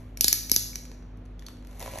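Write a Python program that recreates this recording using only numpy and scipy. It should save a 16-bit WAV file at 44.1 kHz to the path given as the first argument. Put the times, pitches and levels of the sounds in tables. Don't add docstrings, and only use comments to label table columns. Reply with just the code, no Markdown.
import sys
import numpy as np
from scipy import signal
from scipy.fft import rfft, irfft, next_fast_len
from scipy.io import wavfile

SR = 44100
rng = np.random.default_rng(int(sys.argv[2]) if len(sys.argv) > 2 else 0)


def transcribe(signal):
    frames = np.atleast_2d(signal).T
    limited = np.clip(frames, -1, 1)
    pcm = np.round(limited * 32767).astype(np.int16)
    wavfile.write(sys.argv[1], SR, pcm)


N = 88200
TIME_S = np.arange(N) / SR
HIT_TIME_S = TIME_S[:4096]
SNAP_ATTACK_S, WRAP_ATTACK_S = 0.00013, 0.00031

# freq_hz, level_db
SIDE_SPECTRUM = [(60, -35), (200, -14), (400, -6), (800, 1.5), (1400, -3), (2000, -14), (2900, 2.5),
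                 (4500, 1), (6000, -11), (7500, -4.5), (9000, -17), (11000, 3), (13000, -24.5)]


def from_db(db):
    return 10 ** (np.asarray(db) / 20)


def unit_energy(x):
    return x / np.sqrt(np.sum(x ** 2) + 1e-20)


def unit_rms(x):
    return unit_energy(x) * np.sqrt(x.size)


def colour(x, spectrum, tilt_db_per_oct=0):
    size = next_fast_len(2 * len(x), True) // 2 * 2
    hz, db = np.transpose(spectrum)
    octave = np.log2(np.maximum(np.fft.rfftfreq(size, 1 / SR), hz[0]))
    gain_db = np.interp(octave, np.log2(hz), db) + tilt_db_per_oct * (octave - octave.mean())
    cepstrum = irfft(np.log(from_db(gain_db)))
    cepstrum[1:size // 2] *= 2
    cepstrum[size // 2 + 1:] = 0
    return irfft(rfft(x, size) * np.exp(rfft(cepstrum)))[:len(x)]


def decay(time_s, t60_s):
    return np.exp(-np.log(1000) * time_s / t60_s)


def envelope(attack_s, t60_s, hold_s=0):
    rise = np.minimum(HIT_TIME_S / attack_s, 1)
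    return rise * decay(np.maximum(HIT_TIME_S - attack_s - hold_s, 0), t60_s)


def burst(spectrum, shape, tilt_db_per_oct=0):
    return unit_energy(colour(shape * rng.standard_normal(len(shape)), spectrum, tilt_db_per_oct))


def ring(hz, t60_s):
    tone = np.sin(2 * np.pi * (hz * HIT_TIME_S + rng.random()))
    return unit_energy(envelope(SNAP_ATTACK_S, t60_s) * tone)


def body(modes, spread_db):
    return sum(from_db(db + spread_db * rng.standard_normal()) * ring(hz, t60_s)
               for hz, db, t60_s in modes)


def add(track, start_s, sound):
    start = int(start_s * SR)
    track[start:start + len(sound)] += sound[:max(N - start, 0)]


def stereo(mid, side, side_db):
    return mid + from_db(side_db) * side * np.array([[1], [-1]])


def appliance():
    # freq_hz, level_db
    air_spectrum = [(20, -13.5), (45, 7.5), (75, 4.5), (150, -3), (300, -6.5), (500, -11.5), (1000, -20),
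                    (2000, -25.5), (4000, -36.5), (8000, -49.5), (12000, -58), (15000, -67)]
    # pitch_hz, rms_db, waver_depth
    hum_lines = [(48.25, -44, .1), (103.4, -52, 0.57), (161.3, -62.5, 0.47), (247.7, -54, 0.11),
                 (301.2, -66, .4)]
    air_db, waver_knots_per_s = -49.5, 11.4
    mid, side = [unit_rms(colour(rng.standard_normal(N), air_spectrum)) for _ in range(2)]
    out = from_db(air_db) * stereo(mid, colour(side, SIDE_SPECTRUM), side_db=-3.5)
    for pitch_hz, rms_db, waver_depth in hum_lines:
        knots = rng.standard_normal((2, 64))
        swell, slip = [np.interp(TIME_S * waver_knots_per_s, np.arange(len(k)), k) for k in knots]
        tone = np.sqrt(2) * np.sin(2 * np.pi * pitch_hz * TIME_S + waver_depth * slip)
        out += from_db(rms_db) * (1 + waver_depth * swell) * tone
    return out


def ratchet():
    # start_s, level_db, tilt_db_per_oct, low_hz, low_db, main_hz, main_db,
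    # upper_hz, upper_db, thump_db
    notches = [(0.1726, -23, -1.5, 2330, -6, 5600, -14, 11600, -23, -13.5),
               (.2092, 0, 3.5, 8440, -1.5, 5900, 3, 11800, -0.5, -9),
               (0.2435, 0, 0, 3840, -5.5, 6510, -2, 12060, 1, 0.5),
               (0.2816, 0.5, 1, 4500, -6.5, 5200, -2, 10460, -8, -10.5),
               (.3280, 1, -1.5, 2890, -17, 6030, 7, 12060, 3, -9),
               (0.4967, -16, 0.5, 2300, -6, 6070, -2.5, 11400, -6, -5),
               (.5160, 2, 1, 5330, 0.5, 6190, 1.5, 11530, 4, 0.5),
               (0.5625, 0.5, -1.5, 3516, -10.5, 6140, 3.5, 11500, 0.5, -4.5),
               (0.7565, -15, -3, 2380, -7.5, 5830, 0.5, 11600, -28, -28)]
    # freq_hz, level_db, t60_s
    knife_modes = [(2306, -20.5, 0.014), (2880, -25.5, 0.02), (4086, -16, .005), (5055, -13.5, 0.0036),
                   (5720, -13, 0.0052), (6790, -7, 0.0038)]
    # freq_hz, level_db
    crack_spectrum = [(300, -19.5), (700, -16.5), (1300, -13), (3300, -8.5), (4200, 1.5), (6000, 9),
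                      (7600, -3), (9500, 7), (12300, 5.5), (13300, -10), (15400, -20.5), (16200, -30.5),
                      (18000, -48)]
    # freq_hz, level_db
    thump_spectrum = [(50, -38), (130, -1), (280, 1.5), (450, -6), (750, -19), (2000, -34.5)]
    snap_gain_db, ring_gain_db, thump_gain_db = 9.5, -4.5, -9
    blade_t60_s, upper_t60_s, thump_delay_s = 0.0098, 0.003, 0.0022
    crack_shape = envelope(SNAP_ATTACK_S, t60_s=0.014, hold_s=0.00049)
    thump = unit_energy(colour(signal.unit_impulse(len(HIT_TIME_S)), thump_spectrum))
    out = np.zeros(N)
    for (start_s, level_db, tilt_db_per_oct, low_hz, low_db, main_hz, main_db,
         upper_hz, upper_db, thump_db) in notches:
        crack = burst(crack_spectrum, crack_shape, tilt_db_per_oct)
        blade_modes = [(low_hz, low_db, blade_t60_s), (main_hz, main_db, blade_t60_s),
                       (upper_hz, upper_db, upper_t60_s)]
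        ringing = from_db(ring_gain_db) * body(blade_modes + knife_modes, spread_db=0.5)
        add(out, start_s, from_db(level_db + snap_gain_db) * unit_energy(crack + ringing))
        add(out, start_s + thump_delay_s, from_db(level_db + thump_gain_db + thump_db) * thump)
    return out


def blade_tinks():
    # start_s, pitch_hz, level_db
    tinks = [(.541, 2340, -17), (.732, 2270, -25), (1.393, 3440, -33), (1.465, 4470, -21.5),
             (1.466, 3440, -30), (1.467, 6240, -26)]
    out = np.zeros(N)
    for start_s, pitch_hz, level_db in tinks:
        add(out, start_s, from_db(level_db) * ring(pitch_hz, t60_s=0.017))
    return out


def wrap_taps():
    # start_s, level_db, tilt_db_per_oct
    touches = [(0.853, -24.5, 1.5), (0.9155, -26, -0.5), (1.025, -35, -3.5), (1.172, -43, 4),
               (1.2538, -42, 4.5), (1.259, -39, 0.5), (1.394, -29, 3.5), (1.423, -29.5, -0.5),
               (1.4648, -20.5, 5.5), (1.4840, -21, 0.1), (1.569, -36, 1), (1.625, -36.5, -1),
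               (1.6487, -32.5, 0), (1.671, -30, 4), (1.711, -34, 1), (1.729, -34, -2), (1.7873, -35, 14),
               (1.7955, -19, 13)]
    # freq_hz, level_db
    tick_spectrum = [(300, 3.5), (1100, 10.5), (2200, 7.5), (3600, 7), (6200, 6), (8000, 0.5), (11500, 2.5),
                     (13500, -20), (15000, -28), (17000, -53)]
    tick_shape = envelope(WRAP_ATTACK_S, t60_s=0.011)
    out = np.zeros(N)
    for start_s, level_db, tilt_db_per_oct in touches:
        add(out, start_s, from_db(level_db) * burst(tick_spectrum, tick_shape, tilt_db_per_oct))
    return out


def grains(rate_per_s=5000, spread_db=3.5):
    sizes = from_db(spread_db * np.minimum(rng.exponential(1, N), 4))
    signs = rng.choice([-1, 1], N)
    return unit_rms(sizes * signs * (rng.random(N) < rate_per_s / SR))


def cutting():
    # freq_hz, level_db
    tear_spectrum = [(300, 12), (1000, 1.5), (1450, 1), (2100, 12.5), (3000, 4), (5000, 4), (6300, 7.5),
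                     (7600, 2.5), (9500, 6), (11500, 6.5), (13000, -1.5), (14500, -40)]
    # freq_hz, level_db, t60_s
    box_modes = [(556, -1.5, 0.0295), (645, 1, 0.022), (773, -8, .025), (990, -6, 0.031)]
    # time_s, level_db
    level_curve = [(0, -63.5), (.14, -80), (1.1, -90), (1.36, -99), (1.42, -68), (1.52, -69.5), (1.62, -83),
                   (1.70, -64), (1.785, -56.5), (1.81, -47.5), (1.9, -48), (2.0, -49.5)]
    # start_s, tear_db, knock_db
    catches = [(1.803, -18, -31), (1.8125, -20.5, -16.5), (1.826, -15, -14.5), (1.861, -21, -13),
               (1.877, -23.5, -12.5), (1.936, -20.5, -16), (1.956, -20, -14.5), (1.975, -20, -14),
               (1.986, -13, -15)]
    box = sum(from_db(db) * signal.fftconvolve(grains(), ring(hz, t60_s))[:N]
              for hz, db, t60_s in box_modes)
    wrap = colour(grains(), tear_spectrum)
    level_db = np.interp(TIME_S, *np.transpose(level_curve))
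    out = from_db(level_db) * (unit_rms(wrap) + unit_rms(box))
    for start_s, tear_db, knock_db in catches:
        tear = burst(tear_spectrum, envelope(WRAP_ATTACK_S, t60_s=0.012))
        knock = unit_energy(body(box_modes, spread_db=2))
        add(out, start_s, from_db(tear_db) * tear + from_db(knock_db) * knock)
    return out


def room_tail(gain_db=-8, onset_s=0.006, split_hz=8500):
    # freq_hz, level_db
    tail_spectrum = [(100, -8.5), (400, -12), (800, -10.5), (1400, 2), (3000, 1.5), (4200, 4), (6000, -1.5),
                     (8000, 3), (11500, 5), (13500, -3), (16000, -27)]
    noise = rng.standard_normal(N)
    low = signal.sosfiltfilt(signal.butter(6, split_hz, fs=SR, output="sos"), noise)
    tail = low * decay(TIME_S, t60_s=0.59) + (noise - low) * decay(TIME_S, t60_s=0.44)
    rise = np.minimum(TIME_S / onset_s, 1)
    return from_db(gain_db) * colour(unit_energy(rise * tail), tail_spectrum)


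def room(direct, floor_delay_s=0.0022, floor_db=-21.5, early_db=-5.5):
    mid, side = room_tail(), room_tail()
    early = decay(HIT_TIME_S, t60_s=0.036) * rng.standard_normal(len(HIT_TIME_S))
    add(side, 0, from_db(early_db) * unit_energy(early))
    add(mid, floor_delay_s, from_db([floor_db]))
    response = stereo(mid, colour(side, SIDE_SPECTRUM), side_db=-5.5)
    return direct + signal.fftconvolve(direct[None], response, axes=1)[:, :N]


def scene():
    return room(ratchet() + wrap_taps() + blade_tinks() + cutting()) + appliance()


def record(dry):
    # freq_hz, lag_rad
    lag_curve = [(20, 0), (2000, 0), (2900, .5), (4000, .8), (4550, 1.5), (5250, 5), (5800, 6.2),
                 (8000, 8.6), (10000, 10.1), (12100, 12.3), (13000, 12.57)]
    ceiling, stopband_hz = 1.3, 17000
    lag_rad = np.interp(np.fft.rfftfreq(2 * N, 1 / SR), *np.transpose(lag_curve))
    right = irfft(rfft(dry[1], 2 * N) * np.exp(-1j * lag_rad))[:N]
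    rounded = ceiling * np.tanh(np.array([dry[0], right]) / ceiling)
    return signal.sosfilt(signal.cheby2(12, 60, stopband_hz, fs=SR, output="sos"), rounded)


dry = scene()
out = record(dry)
transcribe(out)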